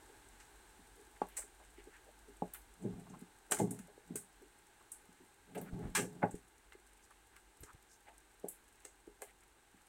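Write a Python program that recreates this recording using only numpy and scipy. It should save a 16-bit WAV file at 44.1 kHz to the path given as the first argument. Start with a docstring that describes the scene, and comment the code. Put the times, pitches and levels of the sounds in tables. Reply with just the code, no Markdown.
"""Seed husks crack between a squirrel's teeth as it feeds from a wooden tray on a porch.
Each husk fails by brittle fracture: a run of tiny breaks gives a bright snap over a hollow body.
Paws knock and shuffle on the boards and excite their modes, while loose seeds tick and rustle.
The porch adds a short tail to cracks and knocks; faint outdoor air and a low rumble lie underneath.
The housing of a small camera close by colours most of these sounds with its resonances."""
import sys
import numpy as np
from scipy import signal
from scipy.fft import rfft, irfft
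from scipy.io import wavfile
from scipy.ndimage import uniform_filter1d

SR = 44100
rng = np.random.default_rng(int(sys.argv[2]) if len(sys.argv) > 2 else 0)


def materialize(psi):
    """Save the field psi as 16-bit PCM at rate SR to the path in sys.argv[1].

    A 1-D psi becomes a single channel; in a 2-D psi each row is a channel.
    """
    bounded = np.clip(np.atleast_2d(psi).T, -1, 1)
    quanta = np.round(bounded * 32767).astype(np.int16)
    wavfile.write(sys.argv[1], SR, quanta)


N = 435708
TIME_S = np.arange(N) / SR
HIT_TIME_S = np.arange(SR // 2) / SR
FREQ_HZ = np.maximum(np.fft.rfftfreq(8192, 1 / SR), 1)
LEAD_S = 0.02  # room for the build-up ahead of each hit

# Resonances of the camera housing: centre_hz, width_hz, gain_db
HOUSING_PEAKS = [(372, 347, 7), (835, 217, 11.5), (1590, 200, 7), (2090, 56, 6), (2800, 32, 5.5),
                 (4040, 1100, 4.5), (5970, 2500, 2), (8250, 1900, 6.5), (9100, 61, 0)]
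# Spectrum of the outdoor hiss: frequency_hz, gain_db
AIR_SPECTRUM = [(40, -4.5), (100, -3.5), (160, -12), (390, -7.5), (560, -14.5), (860, -11.5), (1050, -10.5),
                (1620, -9.5), (2300, -14), (3800, -17.5), (4900, -22), (8600, -16.5), (15500, -24.5)]
# Course of the outdoor air, before its trims: time_s, hiss_db, rumble_db
AIR_LEVELS = [(0.0, -60.5, -75), (1.35, -62.5, -69.5), (5.45, -65.5, -79.5), (5.89, -63, -69),
              (6.6, -66, -74), (9.88, -66.5, -81)]
# Nose and claws brushing through the seeds: start_s, level_db, centre_hz, length_s
SEED_BRUSHES = [(1.158, -65.5, 1620, 0.017), (1.262, -73.5, 2450, 0.14), (1.412, -62.5, 1550, 0.031),
                (1.587, -66, 730, 0.058), (1.752, -69, 2200, 0.088), (1.893, -66.5, 1730, 0.12),
                (2.043, -66.5, 495, .088), (3.058, -64, 820, 0.031), (3.121, -60.5, 920, 0.048),
                (4.802, -66, 1050, 0.026), (5.635, -65, 1510, 0.088), (5.769, -68, 1490, 0.16),
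                (7.012, -72.5, 7100, .06), (7.098, -65, 1180, 0.033), (7.296, -73.5, 1620, 0.1),
                (7.653, -63.5, 1230, 0.086), (7.869, -70.5, 6840, 0.12), (8.059, -66, 1830, 0.051),
                (9.259, -71.5, 2080, 0.075), (9.412, -72, 1660, 0.036)]
# Modes of the tray's boards: pitch_hz, relative_db, t60_s
BOARD_MODES = [(114, 0, 0.24), (178.8, 8.5, 0.14), (256, -1.5, 0.075), (347, -19, 0.066), (414.7, 7, 0.092),
               (495, -29, 0.13), (618, -5, 0.16), (697, 3, 0.078), (800, -27, 0.072), (848, -2.5, 0.048),
               (1118, 9.5, 0.069), (1410, 2, .09), (1490, -6, 0.15)]
# Spectrum of soft paw contact: frequency_hz, gain_db
PAD_SPECTRUM = [(40, -105), (80, -26.5), (118, -2.5), (175, 2), (260, -2), (500, -15.5), (800, -18.5),
                (1500, -38), (3000, -39), (8000, -53)]
# Paws pushing on the rim as the weight shifts: start_s, level_db, hold_s
PAW_PUSHES = [(2.83, -48.5, 0.089), (2.98, -52.5, 0.011), (3.105, -54, 0.038), (3.629, -34.5, 0.011),
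              (3.74, -60, .07), (4.11, -52.5, 0.034), (5.50, -60.5, 0.063), (5.58, -50, 0.064),
              (5.735, -45, 0.12), (5.99, -40.5, 0.037), (6.13, -56.5, 0.2)]
# The tray rocking under the animal: start_s, level_db, length_s
TRAY_SWAYS = [(2.894, -59, 0.081), (5.722, -45.5, 0.04), (5.808, -50.5, 0.13), (6.331, -50.5, .025),
              (7.593, -59, 0.07), (7.734, -60.5, 0.028)]
# Paws and seeds striking the tray: impact_s, level_db, pitch_hz, rattle_s
TRAY_KNOCKS = [(0.096, -61, 504, 0.016), (.793, -63.5, 348, 0.012), (0.987, -58.5, 430, 0.041),
               (1.2175, -33.5, 517, 0.00061), (1.386, -57, 686, .013), (1.438, -63, 440, .004),
               (1.782, -55.5, 390, 0.011), (1.87, -54.5, 393, 0.015), (2.284, -56.5, 360, 0.016),
               (2.4215, -35, 380, 0.0023), (2.851, -35.5, 207, 0.018), (3.217, -50, 253, 0.0067),
               (3.52, -38, 430, 0.019), (3.598, -32.5, 335, .013), (3.617, -31, 185, 0.014),
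               (3.707, -44.5, 220, 0.01), (3.796, -46.5, 198, 0.0056), (3.886, -59.5, 640, 0.02),
               (3.978, -59.5, 530, .005), (4.106, -45.5, 221, 0.0086), (4.154, -46, 330, 0.0047),
               (4.416, -57, 380, 0.025), (5.088, -62, 292, 0.0033), (5.207, -60, 323, 0.02),
               (5.570, -39.5, 370, 0.032), (5.985, -35.5, 250, 0.025), (6.04, -43.5, 334, 0.019),
               (6.230, -35.5, 980, 0.011), (6.236, -27.5, 303, 0.015), (6.342, -45.5, 308, .001),
               (6.75, -58.5, 396, 0.0023), (7.633, -58.5, 476, .0056), (8.082, -57.5, 760, .025),
               (8.4437, -41.5, 370, 0.0089), (8.85, -59.5, 555, 0.0047), (9.075, -52.5, 398, 0.0058),
               (9.223, -49.5, 606, 0.016), (9.743, -65, 330, 0.015)]
# Spectrum of a hollow husk: frequency_hz, gain_db
HUSK_SPECTRUM = [(600, -27.5), (950, -10.5), (1200, -2), (1600, -3.5), (2200, -1), (3000, -4),
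                 (4000, -17.5), (6000, -29.5), (12000, -39)]
# Resonances of the husk's cavity: centre_hz, width_hz, gain_db
CAVITY_PEAKS = [(1550, 1350, 5), (2400, 320, -1.5), (4330, 500, 7)]
# Husks breaking: split_s, snap_db, pitch_hz, body_db, tear_s
HUSK_CRACKS = [(0.4, -62.5, 6600, -62.5, 0.015), (1.218, -67, 7000, -56.5, .003),
               (1.287, -63.5, 11500, -72, .004), (1.369, -39, 8430, -53, 0.016),
               (1.65, -70, 7950, -75, 0.0011), (2.538, -48.5, 11600, -66, .0018),
               (2.546, -56, 10000, -57, 0.0087), (2.827, -66.5, 7560, -89, .005),
               (2.998, -67, 8760, -71, .005), (3.099, -65.5, 7350, -79, 0.0033),
               (3.191, -66.5, 9700, -81, .005), (3.512, -38, 8800, -55, 0.0052),
               (3.520, -32.5, 8100, -38, 0.004), (3.547, -45.5, 8450, -56, 0.0025),
               (3.570, -69, 8000, -53, .002), (3.588, -43.5, 8200, -50.5, 0.017),
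               (3.710, -46.5, 9240, -66, 0.0037), (3.790, -58, 8840, -63, 0.005),
               (4.157, -41, 9040, -56.5, 0.013), (4.919, -47.5, 9200, -76, .005),
               (5.55, -60, 12000, -54, 0.0099), (5.577, -56, 8100, -61.5, 0.0091),
               (5.615, -56, 12500, -64.5, 0.0022), (5.9518, -32, 8000, -32, 0.024),
               (6.311, -57.5, 8430, -80, .004), (6.353, -60.5, 8250, -72, 0.004),
               (6.723, -74, 7000, -59, 0.0017), (7.108, -70, 9000, -72, 0.0032),
               (7.365, -66, 8700, -63, .001), (7.607, -62, 12100, -87, .002),
               (7.635, -56.5, 7500, -63, 0.0022), (8.486, -44.5, 10350, -77, .003),
               (8.852, -52.5, 7740, -61.5, 0.0012), (9.220, -50.5, 9400, -55, 0.0014)]


def amp(db):
    """Amplitude grows tenfold for every 20 dB."""
    return 10 ** (np.asarray(db) / 20)


def unit_rms(x):
    """Normalisation to unit mean power."""
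    return x / np.sqrt(np.mean(x ** 2))


def at_level(x, db):
    """Energy normalisation: the hit has this level when its energy is spread over 20 ms."""
    return x * amp(db) / np.sqrt(np.sum(x ** 2) * 50 / SR)


def add(out, start_s, x):
    """Superposition: x joins the mix from start_s on."""
    start = max(int(start_s * SR), 0)
    out[start:start + len(x)] += x[:N - start]


def spectrum(points):
    """A spectral envelope, interpolated in decibels over log frequency."""
    hz, db = np.transpose(points)
    return amp(np.interp(np.log(FREQ_HZ), np.log(hz), db))


def band(hz, octaves):
    """A band-pass response with long skirts, symmetric in log frequency."""
    return (1 + (np.log2(FREQ_HZ / hz) / octaves) ** 2 / 2) ** -2


def resonances(peaks):
    """Resonances in series: their bell-shaped curves add in decibels."""
    return amp(sum(db / (1 + (2 * (FREQ_HZ - hz) / width_hz) ** 2) for hz, width_hz, db in peaks))


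def colour(x, gain):
    """Minimum-phase filtering: folding the cepstrum makes the response causal."""
    cepstrum = irfft(np.log(np.maximum(gain, 1e-6)))
    cepstrum[1:len(FREQ_HZ) - 1] *= 2
    cepstrum[len(FREQ_HZ):] = 0
    response = irfft(np.exp(rfft(cepstrum)))
    return signal.fftconvolve(x, response)[:len(x)]


def decay(t60_s):
    """Exponential damping, 60 dB in t60_s."""
    return np.exp(-np.log(1000) * HIT_TIME_S / t60_s)


def strain(rise_s, fall_s, hold_s=0):
    """Strain grows exponentially up to the moment of a hit, holds and relaxes."""
    t = HIT_TIME_S - LEAD_S
    return np.exp(np.minimum(np.minimum(t / rise_s, (hold_s - t) / fall_s), 0))


def drift(rate_hz):
    """Slow random modulation with a spread near 1."""
    knots = rng.standard_normal(int(N / SR * rate_hz) + 2)
    return np.interp(TIME_S * rate_hz, np.arange(len(knots)), knots)


def grains(size, per_s, spread_db):
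    """A Poisson train of tiny impacts of uneven strength and either sign."""
    occurs = rng.random(size) < per_s / SR
    strength = amp(spread_db * np.clip(rng.standard_normal(size), -2, 2))
    return occurs * rng.choice([-1, 1], size) * strength


def porch(x, wet_db, t60_s):
    """Diffuse reverberation: reflections from boards and wall form noise that trails the impacts."""
    tail = (decay(t60_s) * (1 - np.exp(-HIT_TIME_S / 0.001))) ** 2
    energy = np.abs(signal.fftconvolve(x ** 2, tail / tail.sum())[:len(x)])
    return x + amp(wet_db) * np.sqrt(energy) * rng.standard_normal(len(x))


def boards(force, ring_db):
    """Modal response: a contact is heard together with the damped modes that it excites."""
    ring = sum(amp(db) * np.cos(2 * np.pi * hz * HIT_TIME_S) * decay(t60_s)
               for hz, db, t60_s in BOARD_MODES)
    return force + amp(ring_db) * signal.fftconvolve(force, ring)[:len(force)]


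def outdoor_air():
    """Ambient noise: a smooth distant hiss, and a narrow-band rumble that swells twice and dies down."""
    hiss_trim_db, rumble_trim_db = -2, 3
    time_s, hiss_db, rumble_db = np.transpose(AIR_LEVELS)
    hiss = unit_rms(colour(rng.standard_normal(N), spectrum(AIR_SPECTRUM) * resonances(HOUSING_PEAKS)))
    low_bands = band(hz=47.5, octaves=0.22) + amp(-20.5) * band(hz=27.3, octaves=0.27)
    rumble = unit_rms(colour(rng.standard_normal(N), low_bands))
    hiss_gain = amp(hiss_trim_db + np.interp(TIME_S, time_s, hiss_db) + 0.35 * drift(rate_hz=1.405))
    rumble_gain = amp(rumble_trim_db + np.interp(TIME_S, time_s, rumble_db))
    return hiss * hiss_gain + rumble * rumble_gain


def seeds():
    """Granular noise: brushed seeds slide in tiny collisions over constant faint nibbling and rustle."""
    out = np.zeros(N)
    for start_s, level_db, centre_hz, length_s in SEED_BRUSHES:
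        size = int(length_s * SR)
        slide = colour(grains(size, per_s=2000, spread_db=2.5), band(centre_hz, octaves=0.54))
        add(out, start_s, amp(level_db) * unit_rms(slide * np.hanning(size)))
    bites = grains(N, per_s=16, spread_db=3.2)
    crumble_energy = signal.fftconvolve(bites ** 2, decay(t60_s=0.033) ** 2)[:N]
    nibbles = np.sqrt(np.abs(crumble_energy)) * rng.standard_normal(N)
    ticks = colour(nibbles, band(hz=9000, octaves=0.7) * resonances(HOUSING_PEAKS))
    rustle = colour(grains(N, per_s=900, spread_db=3), spectrum(HUSK_SPECTRUM))
    rustle *= amp(2.5 * drift(rate_hz=14))
    return out + amp(-79) * unit_rms(ticks) + amp(-78.5) * unit_rms(rustle)


def tray_rocking():
    """Low-frequency vibration: the tray sways under the animal in brief swells of deep noise."""
    out = np.zeros(N)
    for start_s, level_db, length_s in TRAY_SWAYS:
        size = int(length_s * SR)
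        sway = colour(rng.standard_normal(size), band(hz=45, octaves=1.0))
        add(out, start_s, amp(level_db) * unit_rms(sway * np.hanning(size)))
    return out


def paw_shuffles():
    """Forced vibration: many soft pushes drive the boards as paws grip, hold and let go of the rim."""
    grip_s, release_s = 0.019, 0.045  # time constants
    pad_gain = spectrum(PAD_SPECTRUM) * resonances(HOUSING_PEAKS)
    pushes = colour(grains(N, per_s=500, spread_db=-0.5), pad_gain)
    rubbing = boards(pushes, ring_db=-47)
    # Even strength, so that the animal's weight sets the level.
    rubbing /= np.sqrt(uniform_filter1d(rubbing ** 2, size=1500) + 1e-18)
    out = np.zeros(N)
    for start_s, level_db, hold_s in PAW_PUSHES:
        grip = (TIME_S - start_s) / grip_s
        release = (start_s + hold_s - TIME_S) / release_s
        out += rubbing * amp(level_db) * np.exp(np.clip(np.minimum(grip, release), -20, 0))
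    return out


def tray_knocks():
    """Impact excitation: harder contacts excite a wider band; claws and seeds rattle round each blow."""
    medium_db, medium_octaves, octaves_per_db = -45, 1.07, 0.1081
    out, housing = np.zeros(N), resonances(HOUSING_PEAKS)
    for impact_s, level_db, pitch_hz, rattle_s in TRAY_KNOCKS:
        edge_ratio = 2 ** ((medium_octaves + octaves_per_db * (level_db - medium_db)) / 2)
        highpass_hz, lowpass_hz = pitch_hz / edge_ratio, pitch_hz * edge_ratio
        contact = ((1 + (highpass_hz / FREQ_HZ) ** 7) * (1 + (FREQ_HZ / lowpass_hz) ** 12)) ** -0.5
        rattle = strain(rise_s=0.35 * rattle_s, fall_s=rattle_s)  # claws touch down ahead of the blow
        force = amp(-10) * grains(len(HIT_TIME_S), per_s=4000, spread_db=4) * rattle
        force[int(LEAD_S * SR)] = 1  # the blow
        force[int((LEAD_S + 0.003) * SR)] -= amp(-11.5)  # it returns inverted from the tray's far end
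        push = colour(porch(force, wet_db=-9.5, t60_s=0.17), contact * housing)
        add(out, impact_s - LEAD_S, at_level(boards(push, ring_db=-52), level_db))
    return out


def husk_resonances(depth_db):
    """Irregular resonance: each husk has its own random peaks and dips."""
    knots_hz = np.linspace(0, SR / 2, num=170)
    return amp(depth_db * np.interp(FREQ_HZ, knots_hz, rng.standard_normal(len(knots_hz))))


def husk_cracks():
    """Brittle fracture: a run of tiny breaks gives a bright snap and excites the husk's hollow body."""
    clean_octaves, crush_octaves = 0.33, 0.47  # crushing the whole seed broadens the snap
    splinters = amp(-17) * band(hz=14700, octaves=0.091)  # the finest pieces fizz at the very top
    hollow = spectrum(HUSK_SPECTRUM) * resonances(CAVITY_PEAKS)
    out, housing = np.zeros(N), resonances(HOUSING_PEAKS)
    for split_s, snap_db, pitch_hz, body_db, tear_s in HUSK_CRACKS:
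        body_share = amp(body_db) / (amp(body_db) + amp(snap_db))
        bright = band(pitch_hz, clean_octaves + crush_octaves * body_share) + splinters
        tearing = strain(rise_s=0.0013, fall_s=tear_s, hold_s=0.2 * tear_s)
        fractures = grains(len(HIT_TIME_S), per_s=9000, spread_db=6) * tearing
        timbre = husk_resonances(depth_db=2.5) * housing
        snap = colour(porch(fractures, wet_db=-2.5, t60_s=0.21), bright * timbre)
        body = colour(porch(fractures, wet_db=-1, t60_s=0.11), hollow * timbre)
        add(out, split_s - LEAD_S, at_level(snap, snap_db) + at_level(body, body_db))
    return out


def scene():
    """Superposition: all sources add at one microphone."""
    return (husk_cracks() + tray_knocks() + paw_shuffles() + tray_rocking() + seeds() + outdoor_air())[None]


def record(dry):
    """Band limiting: the camera's steep low-pass filter cuts the highest treble."""
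    cutoff_hz = 15900
    return signal.sosfilt(signal.ellip(10, 0.2, 70, cutoff_hz, fs=SR, output="sos"), dry)


dry = scene()
out = record(dry)
materialize(out)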